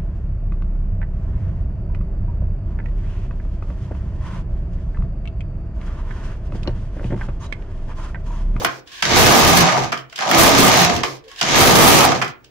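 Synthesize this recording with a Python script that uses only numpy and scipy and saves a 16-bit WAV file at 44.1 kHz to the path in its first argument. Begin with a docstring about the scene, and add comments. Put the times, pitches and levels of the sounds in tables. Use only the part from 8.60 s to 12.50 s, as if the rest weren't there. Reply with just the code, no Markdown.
"""A brief scrap of rattle, then three harsh runs of a plastic knitting carriage along its steel needle bed.
Needle impacts, as noise ticks whose rate follows the level, excite steel, shell, bed and table; sine tones swell.
Cams clack around each turn as decaying bursts through resonances; rattles settle after runs, and faint scrapes
lie outside them, before each and once after the last. A small room answers with decaying noise over a steady hush.
At two close webcam microphones, loud runs overflow the converter: peaks wrap in sign, with a treble fizz."""
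import sys
import numpy as np
from scipy import signal
from scipy.fft import rfft, irfft, next_fast_len
from scipy.io import wavfile
from scipy.ndimage import uniform_filter1d, map_coordinates

SR = 44100
rng = np.random.default_rng(int(sys.argv[2]) if len(sys.argv) > 2 else 0)


def write(x):
    x = np.atleast_2d(x).T
    wavfile.write(sys.argv[1], SR, np.round(np.clip(x, -1, 1) * 32767).astype(np.int16))


N = 171990  # samples


def amp(db):
    """Decibel law: amplitude ratio of a level in dB."""
    return 10 ** (np.asarray(db) / 20)


def unit(x):
    """Normalisation: the signal scaled to an rms of one."""
    return x / np.sqrt(np.mean(x ** 2) + 1e-20)


def along(points, hz):
    """Logarithmic pitch scale: (frequency, value) points joined by lines over log frequency."""
    point_hz, value = np.transpose(points)
    return np.interp(np.log(hz + 1), np.log(point_hz + 1), value)


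def joined(tables):
    """Envelope interpolation: columns per sample; the first column, a level, is silent between tables."""
    rows = []
    for table in tables:
        rows.append((table[0][0] - .004, -120, *table[0][2:]))
        rows += table
        rows.append((table[-1][0] + .004, -120, *table[-1][2:]))
    time_s, *columns = np.transpose(rows)
    t = np.arange(N) / SR
    return [np.interp(t, time_s, column) for column in columns]


def filtered(x, response):
    """Linear filtering: the spectrum times a complex frequency response."""
    size = next_fast_len(N + SR // 2)  # padded so that ringing does not wrap round
    hz = np.fft.rfftfreq(size, 1 / SR)
    return irfft(rfft(x, size) * response(hz), size)[..., :N]


def modes(table):
    """Modal superposition: causal response of damped resonances with alternating signs."""
    def response(f):
        total = 0
        for k, (centre, width, db) in enumerate(table):
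            damping = 1j * f * width
            total = total + (-1) ** k * amp(db) * damping / (centre ** 2 - f ** 2 + damping)
        return total
    return response


def colour(points):
    """Spectral envelope: a zero-phase gain through (frequency, dB) points."""
    return lambda hz: amp(along(points, hz))


# Correlation of the two microphones; columns: frequency_hz, correlation (no unit)
LIKENESS = [(30, 0), (90, .15), (180, .55), (350, .3), (700, .55), (1500, .1), (3000, .15), (6000, 0)]


def pair():
    """Spatial coherence: white noise at two microphones, correlated by frequency."""
    def mid_side_gains(hz):
        turn = np.arccos(np.clip(along(LIKENESS, hz), -1, 1)) / 2
        return np.array([np.cos(turn), np.sin(turn)])
    mid, side = filtered(rng.standard_normal((2, N)), mid_side_gains)
    return np.array([mid + side, mid - side])


def dying(blows, t60, rise):
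    """Exponential damping: each blow rises over a short time (s), then loses 60 dB in t60 (s)."""
    size = max(int(rise * SR), 1)
    return signal.lfilter(np.ones(size) / size, [1, -amp(-60 / (t60 * SR))], blows)


# Spectrum of the steady background; columns: frequency_hz, level_db
HUSH_SPECTRUM = [(24, -9), (50, 7), (130, -1.5), (200, -10.5), (340, 0), (480, -2), (700, -9), (4900, -28),
                 (15600, -32)]
HUSH_DB = -54.5  # rms


def hush():
    """Stationary noise: a steady, mostly low background at a fixed level."""
    return amp(HUSH_DB) * unit(filtered(pair(), colour(HUSH_SPECTRUM)))


# Level of each run; columns: time_s, rattle_level_db, shell_over_rattle_db, bed_over_rattle_db,
# table_over_rattle_db
RUNS = [
    [(0.0, -29.5, -22, 9, 3), (0.018, -38.5, 19.5, -0.5, -1.5), (0.04, -31, -45, 6, -1.5)],
    [(0.432, -22, -11.5, -6, -14), (0.466, -22, -3.5, -4.5, -15.5), (0.582, -14, -2.5, -2.5, -2),
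     (0.752, -15.5, 0, -2, -20), (0.812, -16, 0.5, -3, -4), (0.942, -16.5, 0.5, -2.5, -8.5),
     (0.978, -13.5, -3.5, -3.5, -3), (1.028, -18, 4, -2.5, -16), (1.096, -21, -1, -11, -34),
     (1.172, -27.5, 10.5, -1.5, -3.5), (1.192, -22.5, -5, -4, -15), (1.208, -33, 0, 4, -6),
     (1.234, -27, 2.5, -7, -5), (1.31, -44, -0.5, 3, -27)],
    [(1.6, -27, 3.5, -28, -30), (1.642, -29.5, 3.5, -9, -43.5), (1.738, -19, 2, -2.5, -25),
     (1.794, -14, 1.5, -0.5, -8), (1.93, -17.5, -0.5, -3, -16.5), (1.986, -14.5, -3.5, -0.5, -12),
     (2.046, -17, 2, 1.5, -27), (2.108, -16, 0, -5, -14.5), (2.236, -15, -4, -8, -23.5),
     (2.27, -20.5, -2.5, -16, -11.5), (2.298, -22.5, 1.5, 3, -19.5), (2.346, -27, 1, -8, -2.5),
     (2.364, -25, -10, -2, -1), (2.42, -36.5, 4, 2, -14)],
    [(2.82, -23, -2.5, -12, -30), (2.836, -23.5, -6.5, -7.5, -21), (2.948, -16.5, -3.5, -7, -10),
     (2.978, -13.5, -3, -2, -12), (3.022, -14.5, -0.5, -3.5, -5), (3.08, -16, 0, -0.5, -14.5),
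     (3.254, -15, 3, 3.5, -8), (3.366, -14, -1.5, -1, -12.5), (3.442, -18, 6.5, -6, -16.5),
     (3.474, -21.5, 0.5, 1, -11), (3.518, -23.5, 3.5, 0, -13), (3.548, -32.5, 1, -2, -6),
     (3.552, -25, 3, -0.5, -23), (3.61, -39.5, -5.5, -0.5, -1.5)],
]
# Spectrum of the needle rattle; columns: frequency_hz, level_db (per Hz)
RATTLE_SPECTRUM = [(600, -43), (1000, -13.5), (1250, -7), (1530, 0), (2200, 0.5), (2720, -2.5), (3300, -2),
                   (5290, -4), (6200, -3), (7300, -8.5), (9000, -16.5), (11000, -15.5), (15600, -31.5)]
# Resonances of the carriage shell; columns: frequency_hz, width_hz, level_db
SHELL_MODES = [(575.6, 60, -6.5), (671.2, 35, -0.5), (740, 27, 0), (808, 50, -3), (907.4, 55, -2.5),
               (998.5, 130, -6), (1152.6, 74, -3), (1256.5, 92, -5.5)]
# Resonances of the needle bed; columns: frequency_hz, width_hz, level_db
BED_MODES = [(130.9, 20, 0), (180.6, 23.7, 1), (238.2, 42, -0.5), (282, 37, -1.5), (338.4, 35, 0),
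             (414.6, 60, -2.5), (505.3, 60, -2.5)]
# Spectrum of the table; columns: frequency_hz, level_db (per Hz)
TABLE_SPECTRUM = [(15, -45), (25, -8.5), (50, -7), (88, -2), (110, -8), (200, -32.5)]
NEEDLES_PER_S, REFERENCE_DB = 260, -15.5  # tick rate when the rattle is at this level
RATE_GROWS = .7  # dB of tick rate per dB of rattle
SIZE_DB, TICK_S = 3, 0.017  # mean of the random size excess; t60 of a tick
SLIDE_DB = -4.5  # sliding hiss relative to the ticks
SLOW_DB = -28.5  # rattle level at which an added hiss equals the ticks; it grows below


def carriage():
    """Forced vibration: needle impacts over a sliding hiss excite steel, shell, bed and table."""
    level_db, shell_db, bed_db, table_db = joined(RUNS)
    rate = NEEDLES_PER_S * amp(RATE_GROWS * (level_db - REFERENCE_DB))
    needles_passed = np.cumsum(rate / SR)
    luck = rng.random((2000, 2))  # timing and size of each needle
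    at = np.searchsorted(needles_passed, np.arange(2000) + .8 * luck[:, 0])
    sizes = amp(-SIZE_DB * np.log(luck[:, 1] + 0.00076))
    blows = np.bincount(at, sizes, N + 1)[:N]
    ticks = dying(blows, TICK_S, rise=.0005)
    # even out the ticks to a local rms near one
    ticks /= np.sqrt(np.abs(uniform_filter1d(ticks ** 2, SR // 16))) + 1e-3
    slide = amp(SLIDE_DB) + amp(np.minimum(SLOW_DB - level_db, 20))
    shake = (ticks + slide) / (1 + slide)
    parts = [(colour(RATTLE_SPECTRUM), 0), (modes(SHELL_MODES), shell_db),
             (modes(BED_MODES), bed_db), (colour(TABLE_SPECTRUM), table_db)]
    out = 0
    for response, over_db in parts:
        force = shake * pair()
        reference = np.std(filtered(force, response))
        out = out + filtered(force * amp(level_db + over_db), response) / reference
    return out


# Swelling tones of bed and shell during and around the runs; columns: start_s, length_s, pitch_hz, level_db
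SWELLING_TONES = [(0.863, 0.26, 172, -16.5), (1.11, 0.16, 131, -23), (1.307, 0.2, 131, -41),
                  (1.845, 0.25, 276, -16.5), (2.174, .15, 173.7, -20), (2.407, 0.22, 135, -39.5),
                  (3.547, 0.18, 133.5, -33), (0, 0.25, 131.5, -43), (1.126, .13, 730, -28),
                  (2.24, 0.16, 705, -22), (2.63, .08, 450, -42.5), (2.66, .05, 526, -47),
                  (3.74, .14, 1216, -69.5), (2.69, .07, 1100, -49), (1.62, 0.11, 1150, -32),
                  (3.386, 0.2, 1150, -30.5), (3.8, 0.13, 131, -56)]


def drones():
    """Tonal radiation: swelling sine tones whose phase and level wander."""
    t, out = np.arange(N) / SR, 0
    for start, length, hz, db in SWELLING_TONES:
        swell = np.sin(np.pi * np.clip((t - start) / length, 0, 1)) ** .8
        wander = map_coordinates(rng.standard_normal(200), [t * 30])  # 30 random points per second
        phase = 0.72 * wander + [[0], [.6]]  # radians; the second microphone leads
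        out = out + amp(db + 2 * wander) * swell * np.sin(2 * np.pi * hz * t + phase)
    return out


# Reverberation of the small room; columns: frequency_hz, t60_s
ROOM_DECAY = [(150, 0.36), (600, 0.3), (2000, .3), (8000, 0.074)]
ROOM_DB = -6.5  # relative to the direct sound


def room(x):
    """Diffuse reverberation: convolution with noise whose decay time depends on frequency."""
    hz, t, z = signal.stft(rng.standard_normal((2, SR // 2)), SR, nperseg=256)
    decay = amp(-60 * t / along(ROOM_DECAY, hz)[:, None])
    tail = signal.istft(z * decay, SR, nperseg=256)[1]
    tail = tail / np.linalg.norm(tail[0])
    delayed = np.pad(x, ((0, 0), (300, 0)))  # samples before the room answers
    return amp(ROOM_DB) * signal.fftconvolve(delayed, tail, axes=1)[:, :N]


# Single clacks of cams and needles; columns: start_s, steel_peak_db, plastic_over_steel_db
CAM_CLACKS = [(0.0454, -9, 4), (0.2728, -34, -13), (0.317, -33, -9), (0.4226, -4, -2.5),
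              (1.0854, -20.5, 14), (1.1134, -35, 8.5), (1.1453, -24, 5), (1.1654, -46.5, 35.5),
              (1.1857, -46, 4), (1.2343, -21, 1), (1.2656, -33, 3), (1.3187, -17.5, 4),
              (1.3244, -18.5, 7.5), (1.3306, -33, -13.5), (1.3404, -34, 8.5), (1.3728, -22.5, -19.5),
              (1.3884, -40.5, -9), (1.496, -38, -9), (1.5247, -30.5, 1), (1.558, -17.5, -25),
              (1.5776, -21, -3), (1.587, -17, 3.5), (1.6207, -23, 12), (1.6747, -41, 20), (1.711, -8, 3),
              (2.3411, -19, -9), (2.4328, -10.5, 4), (2.6803, -36, -7), (2.7133, -31, 0),
              (2.7588, -30, -11), (2.784, -33, -18), (2.789, -26, -15.5), (2.811, -4.5, -4),
              (3.5175, -18.5, 8.5), (3.5548, -46, -7), (3.6137, -16.5, 9), (3.6209, -15.5, 6.5),
              (3.626, -34.5, -2.5), (3.6414, -47, 12), (3.6765, -24, -7), (3.6994, -41, -15),
              (3.8431, -36, -46)]
# Resonances of the steel; columns: frequency_hz, width_hz, level_db
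STEEL_MODES = [(2250, 570, -2), (2500, 900, 5.5), (3140, 730, 9), (4320, 500, 3), (4926, 790, 4),
               (6540, 580, 1), (7340, 1700, -3.5)]
# Resonances of the knocked plastic; columns: frequency_hz, width_hz, level_db
PLASTIC_MODES = [(675, 63, -0.5), (1106, 315, -1), (1525, 480, 2), (1927, 750, -0.5), (2484, 315, -4)]
STEEL_S, PLASTIC_S, THUD_S, RISE_S = 0.035, 0.041, 0.047, .0025  # t60 of each part; rise of all
THUD_DB, CREST_DB = -14, 4  # bed relative to plastic; peak over rms


def clacks():
    """Impact excitation: decaying noise bursts ring steel, plastic and, as a thud, the bed."""
    start_s, steel_db, over_db = np.transpose(CAM_CLACKS)
    at = np.round(start_s * SR).astype(int)
    plastic_db = steel_db + over_db
    parts = [(steel_db, STEEL_S, STEEL_MODES), (plastic_db, PLASTIC_S, PLASTIC_MODES),
             (plastic_db + THUD_DB, THUD_S, BED_MODES)]
    out = 0
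    for db, t60, table in parts:
        noise = pair()
        burst = noise * dying(np.bincount(at, amp(db - CREST_DB), N), t60, RISE_S)
        out = out + filtered(burst, modes(table)) / np.std(filtered(noise, modes(table)))
    return out


# Loose parts settling after a stop, one table a stop; columns: time_s, level_db
SETTLING_LEVELS = [
    [(0.06, -40), (0.078, -35.5), (0.192, -44), (0.2, -45)],
    [(1.345, -30), (1.351, -42), (1.401, -43), (1.46, -68)],
    [(2.445, -25), (2.461, -28.5), (2.571, -42), (2.6, -60)],
    [(3.645, -26), (3.655, -37), (3.699, -40), (3.76, -83)],
]
# Spectrum of the settling parts; columns: frequency_hz, level_db
SETTLING_SPECTRUM = [(180, -34), (300, 8), (1120, -5), (1350, -20.5), (1700, -14), (4080, -10), (5140, -6),
                     (8310, -15.5), (15600, -18.5)]


def settling():
    """Amplitude-modulated noise: a fading rattle of loose parts after each stop."""
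    return amp(joined(SETTLING_LEVELS)[0]) * unit(filtered(pair(), colour(SETTLING_SPECTRUM)))


# Carriage creeping outside the runs, one table a scrape; columns: time_s, level_db
CREEP_LEVELS = [
    [(0.26, -61), (0.276, -46), (0.302, -48), (0.336, -39), (0.415, -37)],
    [(1.49, -67), (1.532, -44), (1.55, -62), (1.556, -42), (1.585, -37.5)],
    [(2.64, -52), (2.674, -60), (2.682, -47), (2.756, -47), (2.805, -28.5)],
    [(3.82, -76), (3.836, -72), (3.846, -51.5), (3.86, -64), (3.9, -71)],
]
# Spectrum of the creeping scrape; columns: frequency_hz, level_db
CREEP_SPECTRUM = [(88, -52), (150, -22), (540, -28), (709, -8), (845, -20), (1110, 1), (1270, -26),
                  (1600, 1.5), (2190, -6), (3230, -1.5), (15600, -21.5)]


def creep():
    """Friction noise: faint scrapes outside the runs, before each and once after the last, as shaped noise."""
    return amp(joined(CREEP_LEVELS)[0]) * unit(filtered(pair(), colour(CREEP_SPECTRUM)))


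def scene():
    """Superposition: machine noises with their reverberation, swelling tones and the hush."""
    machine = carriage() + clacks() + settling() + creep()
    return hush() + machine + drones() + room(machine)


FULL_SCALE, FLIP = .87, .62  # overflow amplitude; share of the full wrap that is added
KNEE_HZ, KNEE_DB = 7700, -7  # treble step before the overflow
FIZZ_HZ, FIZZ_DB, FIZZ_S = 7400, -9, .028  # lower edge; noise before it, relative to overflow; smoothing
LEFT_DB, TOP_HZ = -1.1, 15714  # left relative to right; band limit


def record(dry):
    """Overflow distortion: peaks wrap towards the opposite sign and add fizz, before a sharp band limit."""
    dry = filtered(dry, lambda hz: amp(KNEE_DB / (1 + (KNEE_HZ / (hz + 1)) ** 30)))
    wrapped = (dry + FULL_SCALE) % (2 * FULL_SCALE) - FULL_SCALE
    flips = wrapped - dry
    size = int(FIZZ_S * SR)
    power = uniform_filter1d(uniform_filter1d(flips ** 2, size), size)
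    spread = np.sqrt(np.abs(power))
    fizz = filtered(spread * rng.standard_normal(dry.shape), lambda hz: 1 / (1 + (FIZZ_HZ / (hz + 1)) ** 6))
    balance = amp([[LEFT_DB / 2], [-LEFT_DB / 2]])
    out = (dry + FLIP * flips + amp(FIZZ_DB) * fizz) * balance
    return filtered(out, lambda hz: hz < TOP_HZ)


dry = scene()
out = record(dry)
write(out)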